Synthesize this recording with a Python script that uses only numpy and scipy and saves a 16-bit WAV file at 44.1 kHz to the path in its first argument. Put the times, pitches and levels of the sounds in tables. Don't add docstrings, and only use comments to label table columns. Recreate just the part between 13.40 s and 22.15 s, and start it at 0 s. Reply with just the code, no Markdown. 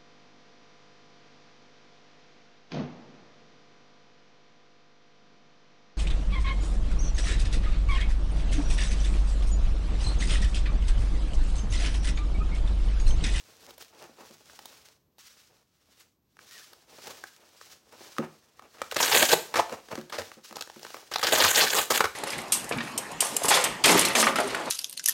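import sys
import numpy as np
from scipy import signal
from scipy.fft import rfft, irfft
from scipy.io import wavfile
from scipy.ndimage import uniform_filter1d

SR = 44100
rng = np.random.default_rng(int(sys.argv[2]) if len(sys.argv) > 2 else 0)


def log_audio(samples):
    frames = np.atleast_2d(samples).T
    limited = np.clip(frames, -1, 1)
    pcm = np.round(limited * 32767).astype(np.int16)
    wavfile.write(sys.argv[1], SR, pcm)


N = 385875
T = np.arange(N) / SR

# t/s, relative peak level/dB
KNOCKS = [(0.688, -40.5), (0.801, -37), (0.898, -36), (4.788, -9), (6.575, -18.5), (6.968, -34),
          (7.109, -32), (7.359, -32)]
# f/Hz, relative density/dB
SWISH_TONE = [(590, -53), (1000, -7), (1450, -3), (2230, -4), (2940, -2.5), (5760, -1.5), (9490, -10.5),
              (14600, -13.5), (16000, -9)]


def undb(db):
    return 10 ** (np.asarray(db) / 20)


def unit(x):
    return x / np.sqrt(np.mean(x ** 2))


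def low(x, hz):
    return signal.sosfilt(signal.butter(1, hz, fs=SR, output="sos"), x)


def high_pass(x, order, hz):
    return signal.sosfilt(signal.butter(order, hz, "high", fs=SR, output="sos"), x)


def ring(x, hz, width_hz):
    return signal.lfilter(*signal.iirpeak(hz, hz / width_hz, fs=SR), x)


def colour(x, shape):
    hz, db = np.transpose(shape)
    grid_hz = np.fft.rfftfreq(4096, 1 / SR)
    curve_db = np.interp(np.log(grid_hz + 1), np.log(hz), db)
    cepstrum = irfft(np.log(undb(curve_db)))
    cepstrum[1:2048] *= 2
    cepstrum[2049:] = 0
    response = irfft(np.exp(rfft(cepstrum)))
    return signal.fftconvolve(x, response / np.linalg.norm(response))[:N]


def walk(rate):
    hold = int(SR / rate)
    levels = np.repeat(rng.standard_normal(N // hold + 1), hold)
    return 1.2 * uniform_filter1d(levels, hold)[:N]


def grains(rate, spread_db):
    happens = rng.random(N) < rate / SR
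    size = rng.exponential(1, N)
    sign = 2 * (rng.random(N) < .5) - 1
    return unit(happens * sign * undb(spread_db * np.minimum(size, 4)))


def note(rows, waver, flutter_db):
    s, hz, db = np.transpose(rows)
    gate = np.clip(np.minimum(T - s[0], s[-1] - T) / 0.018, 0, 1)
    pitch_hz = np.interp(T, s, hz) * (1 + waver * walk(300))
    phase = 2 * np.pi * np.cumsum(pitch_hz) / SR
    level = undb(np.interp(T, s, db) + flutter_db * walk(150))
    return np.sqrt(2) * gate * level * np.sin(phase)


def layers(db, ring_db, fizz_db, fizz_per_ring):
    return undb(db + np.array([0 * ring_db, ring_db, fizz_db + fizz_per_ring * ring_db]))


def bursts(rows, clicks, crest_db, fizz_db):
    out = np.zeros((3, N))
    t = T[:2000]
    for s, db, ring_db, ms in rows:
        i = int(s * SR)
        rise = np.minimum(0.21 + t / 0.0012, 1)
        shape = rise * np.exp(-(t * 1000 / ms) ** 1.15)
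        run = shape * clicks[i:i + len(t)]
        run[0] += 1.6
        run *= np.linalg.norm(shape) / np.linalg.norm(run)
        gains = layers(db - crest_db, ring_db, fizz_db, -0.18)
        out[:, i:i + len(t)] += run * gains[:, None]
    return out


def crackle(snap, flap, top, shape, patchy_db):
    # f/Hz, width/Hz, relative level/dB
    flap_modes = [(94, 38, -14.5), (251, 35, -15.5), (551, 205, 1.5), (800, 230, -7.5), (956, 320, -5.5),
                  (1194, 267, 1), (1546, 227, -5.5)]
    bright = colour(snap, shape)
    lows = [0 * bright] + [low(low(bright, hz), hz) for hz in (2420, 3670, 6040, 12340)]
    snaps = sum((b - a) * undb(patchy_db * walk(90)) for a, b in zip(lows, lows[1:]))
    fizz = high_pass(colour(top, shape), 2, 8500)
    shake = 0
    for hz, width_hz, db in flap_modes:
        shake = shake + undb(db) * ring(flap * undb(patchy_db * walk(40)), hz, width_hz)
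    return snaps + undb(7.0) * fizz + undb(12) * shake


def hush():
    # f/Hz, relative density/dB
    hush_tone = [(18, -35), (30, 2.5), (295, -5), (540, -13), (740, -17.5), (1130, -17), (1320, -27),
                 (5740, -31), (9710, -41), (12300, -25), (16000, -26)]
    sway_db = 2 * walk(5)
    return undb(-71.5 + sway_db) * colour(rng.standard_normal(N), hush_tone)


def peak(s, db, rise_ms, fall_ms):
    ms = (T - s) * 1000
    return undb(db - 10 * np.maximum(-ms / rise_ms, ms / fall_ms)) ** 2


def handling():
    # t/s, relative level/dB
    rustle_level = [(0, -56), (.345, -56.5), (.36, -74), (.5, -64), (1.03, -57), (1.18, -54), (1.52, -56),
                    (1.62, -80.5), (1.78, -87), (1.9, -67), (2.23, -64), (2.245, -86), (2.96, -94),
                    (3.01, -55.5), (3.42, -58.5), (3.47, -68), (3.5, -52.5), (4.2, -59), (4.47, -79),
                    (4.5, -61), (4.9, -59), (5.11, -66.5), (5.5, -53.5), (6.0, -46), (6.13, -51.5),
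                    (6.69, -59.5), (6.83, -45), (7.03, -65), (7.7, -62.5), (8.75, -56)]
    # loudest at t/s, relative swish level/dB, rumble over swish/dB,
    # rise/ms per 10 dB, fall/ms per 10 dB
    cloth_strokes = [(.25, -52, -1, 52, 69), (0.412, -41, -7, 14.4, 30), (.63, -51.5, 1, 81, 66),
                     (.812, -48, -1.5, 35, 78), (1.791, -50.5, -19, 3, 120), (1.88, -47, -21, 37, 18),
                     (1.996, -52.5, -32, 60, 67), (2.624, -58, -13.5, 226, 45), (3.19, -43.5, -42, 86, 75),
                     (3.672, -42, -4.5, 75, 110), (4.33, -49, -11, 130, 53), (4.648, -48, -3.5, 118, 180),
                     (5.25, -65.5, 15.5, 40, 17), (6.13, -60.5, 14, 110, 8.9), (6.33, -42.5, 9, 25, 31.5),
                     (6.515, -41, 6.5, 7.8, 46), (7.048, -42.5, -13, 8, 53), (7.227, -51.5, 7, 96, 8),
                     (7.518, -45, -7, 155, 137)]
    high = undb(np.interp(T, *np.transpose(rustle_level))) ** 2
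    deep = high * undb(-8) ** 2
    for s, db, rumble_db, rise_ms, fall_ms in cloth_strokes:
        stroke = peak(s, db, rise_ms, fall_ms)
        high = high + stroke
        deep = deep + stroke * undb(rumble_db) ** 2
    for s, db in KNOCKS:
        deep = deep + peak(s + 0.0033, db - 30, rise_ms=2, fall_ms=63)
    return np.sqrt(high), np.sqrt(deep)


def cloth():
    # f/Hz, relative density/dB
    padding_tone = [(41, -56), (70, -15.5), (276, -6.5), (444, 0), (627, -2), (746, -2.5), (874, -3.5),
                    (2200, -15.5), (2860, -15), (4840, -120)]
    # t/s, relative peak level/dB, flap ring over tick/dB
    crease_ticks = [(0.307, -28, -4.5), (0.3797, -26, -8), (0.4232, -26, -11), (0.548, -43, 3),
                    (1.097, -44, 10), (1.1905, -28, 0), (1.256, -21, -8.5), (1.326, -40, -14),
                    (1.7833, -35, -9), (2.5994, -36, -19), (2.9685, -50.5, 12), (2.99, -48, 15),
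                    (3.3322, -29.5, -9), (3.5855, -36, 3), (3.6578, -35, -17), (3.6755, -29, -24),
                    (3.8385, -33, 8), (4.2125, -36.5, 4.5), (4.7657, -48, 14), (4.7833, -30, 14.5),
                    (5.194, -53.5, 22), (5.222, -50, 14.5), (5.4425, -34, -10), (6.2952, -32, 6.5),
                    (6.3248, -31.5, 10), (6.486, -43.5, 15), (6.515, -38.5, 6), (6.554, -25.5, 5.5),
                    (6.576, -39, 14.5), (6.5875, -30, 1), (6.6125, -29.5, -1), (6.9164, -37, 11),
                    (7.11, -40.5, 11.5), (7.1264, -27, -1), (7.1671, -19, -4), (7.274, -36, 4),
                    (7.299, -31.5, 4.5), (7.3243, -47, -18), (7.3615, -34, 1.5), (7.3947, -30, -9),
                    (7.4493, -35.5, 12.5), (7.4657, -33, 5), (7.5038, -35.5, 7), (7.544, -34, 11.5),
                    (7.5676, -28, -0.5)]
    tick_ms = 2.32
    high, deep = handling()
    fibres = grains(15000, 2.8) * undb(2.23 * walk(60))
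    prickle = undb(-10.5) * grains(72, 5.3)
    swish = colour((fibres + prickle) * high, SWISH_TONE)
    lumps = grains(900, 1.04) * undb(3.95 * walk(50))
    rumble = colour(lumps * deep, padding_tone)
    rows = [(*row, tick_ms) for row in crease_ticks]
    tick, flap, top = bursts(rows, grains(5000, 2.7), crest_db=9.6, fizz_db=-3.5)
    ticks = crackle(tick, flap, top, SWISH_TONE, patchy_db=4.0)
    return undb(-4.0) * swish + undb(-2.0) * rumble + ticks


def thumps():
    # f/Hz, relative level/dB, time to fall by 60 dB/s
    hollow_modes = [(156.4, -14, 0.26), (222.4, -0.5, 0.19), (316, 8, 0.045), (365, -2.5, 0.24),
                    (467, 3.5, 0.094), (537, 13, 0.081), (690, -12, .1), (900, -14, .1)]
    contact_ms, swell_s = 2.84, 0.0081
    out = np.zeros(N)
    t = T[:SR // 2]
    push = np.hanning(int(contact_ms * SR / 1000) + 2)
    swell = np.sin(np.pi / 2 * np.minimum(t / swell_s, 1)) ** 2
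    for s, db in KNOCKS:
        modes = np.zeros(len(t))
        for hz, mode_db, t60 in hollow_modes:
            a, b, c = rng.standard_normal(3)
            tone = np.sin(2 * np.pi * hz * (1 + 0.016 * b) * t + 3 * c)
            modes += undb(mode_db + 0.55 * a) * tone * 1000 ** (-t / t60)
        softened = np.convolve(modes, push / push.sum())[:len(t)]
        i = int(s * SR)
        out[i:i + len(t)] += undb(db - 11.5) * swell * softened
    return out


def weave():
    # t/s, f/Hz (ribs per second), level/dB
    rib_path = [(3.095, 1800, -60), (3.13, 1900, -62), (3.17, 1900, -58), (3.2, 1400, -61),
                (3.225, 1800, -56), (3.25, 1160, -70)]
    return note(rib_path, waver=0.0186, flutter_db=2.2)


def pulled(fade_s):
    # t/s, relative snap level/dB, flap ring over snap/dB
    pull_paths = [
        [(5.345, -69, 17), (5.37, -71, 17), (5.41, -70, 16)],
        [(5.561, -38, 4), (5.609, -24, -12.5), (5.7, -24, -8.5), (5.755, -14, -7), (5.83, -19, -8.5),
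         (5.883, -28, -12.5), (5.935, -10.5, -6), (5.945, -26, -7)],
        [(6.157, -34.5, 9.5), (6.2, -34.5, 8), (6.225, -50.5, 7.5)],
        [(6.725, -37, 6.5), (6.759, -47.5, 12), (6.778, -55, 12), (6.82, -51.5, 16.5)],
        [(7.83, -31.5, 0.5), (7.95, -23.5, -3.5), (8.06, -19, -2.5), (8.112, -20.5, -11.5),
         (8.124, -28.5, -8.5), (8.185, -15, -7.5), (8.225, -16, -4.5), (8.29, -30.5, -8.5), (8.382, -16, -7.5),
         (8.46, -37.5, -10)],
        [(8.503, -24.5, -8.5), (8.572, -20.5, -5.5), (8.6, -38, 4)],
    ]
    gains = 0
    for s, db, ring_db in map(np.transpose, pull_paths):
        gate = np.clip(np.minimum(T - s[0], s[-1] - T) / fade_s + 1, 0, 1)
        gains = gains + gate * layers(np.interp(T, s, db), np.interp(T, s, ring_db), -2.5, -0.65)
    return gains


def hooks():
    # t/s, relative peak level/dB,
    # flap ring over snap/dB, length/ms
    hook_slips = [(5.4166, -29, 16.5, 4.6), (5.5131, -10, -18, 3.3), (5.5219, -16.5, 3.5, 5.8),
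                  (5.545, -11, -17, 3.5), (5.5647, -9, 0, 7), (5.6019, -12, 6.5, 13.6),
                  (5.6277, -10.5, 4, 13), (5.7145, -14, 8, 7.7), (5.8885, -9.5, -3.5, 18),
                  (5.9291, -5, -6, 3.8), (6.1405, -33.5, 20.5, 8.9), (6.6972, -22.5, -7.5, 6),
                  (6.7226, -42, -8, 6), (6.782, -28, 12.5, 17), (7.1561, -26, -1.5, 7.6),
                  (7.1846, -29, 2, 2), (7.191, -19, -12, 2.3), (7.2095, -9, -7.5, 2.9),
                  (7.2228, -9, -23, 1.6), (7.43, -22, -5, 3.1), (7.7138, -20.5, 0.5, 14.5),
                  (7.7373, -12, -12, 9.1), (7.7584, -10.5, -2.5, 5.6), (7.7837, -12, -2, 2.6),
                  (7.793, -13, -2.5, 5.9), (7.812, -15, -22, 10), (7.8285, -9, -9.5, 14),
                  (7.868, -4, -14, 9.9), (7.922, 1, -14, 32), (7.982, -3.5, -27, 11), (8.0027, -11, 5, 6.6),
                  (8.0213, -3, -20, 17), (8.0472, 1, -11, 10), (8.1484, -3, -15, 3.4),
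                  (8.1732, -22, -12, 7), (8.5048, -1.5, -6, 6.4), (8.519, -14, 3, 5),
                  (8.546, -15, -20, 3.9), (8.5754, 6, -20, 3.5), (8.605, -18.5, 15.5, 7.8),
                  (8.6403, -24, 19, 8.4), (8.654, -20.5, 13.5, 3.7)]
    # f/Hz, relative density/dB
    snap_tone = [(880, -28.5), (1500, 5), (2120, -2), (3380, 2), (3620, 0.5), (4290, 2.5), (6690, 1.5),
                 (9650, -16), (13900, -15.5), (16000, -24.5)]
    throb = unit(undb(2.8 * np.tanh(walk(250)) + 1.02 * np.tanh(walk(60))))
    tear = undb(-3.0) * throb * grains(4500, 3.7) * pulled(fade_s=0.0028)
    slips = bursts(hook_slips, grains(3500, 3.0), crest_db=14.25, fizz_db=-4)
    snap, flap, top = tear + slips
    return crackle(snap, flap, top, snap_tone, patchy_db=4.5)


def whoop():
    # t/s, f/Hz, level/dB
    whoop_path = [(6.157, 705.4, -24), (6.185, 793, -32), (6.198, 918, -21.5), (6.222, 980, -50)]
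    return note(whoop_path, waver=.22, flutter_db=5.8)


def room(x):
    t60_s, treble_t60_s = 0.33, 0.37
    t = T[:int(.6 * SR)]
    noise = rng.standard_normal(len(t))
    dull = low(noise, 2900)
    tail = dull * 1000 ** (-t / t60_s) + (noise - dull) * 1000 ** (-t / treble_t60_s)
    tail *= np.clip(t / 0.0016 - 1, 0, 1)
    return undb(-10) * signal.fftconvolve(x, tail / np.linalg.norm(tail))[:N]


def scene():
    near = cloth() + thumps() + weave() + hooks() + whoop()
    return (near + room(near) + hush())[None]


def record(dry):
    rounded = np.tanh(1.5 * dry) / 1.5
    trimmed = high_pass(rounded, 5, 58)
    return signal.sosfilt(signal.ellip(10, .2, 85, 15850, fs=SR, output="sos"), trimmed)


dry = scene()
out = record(dry)
log_audio(out)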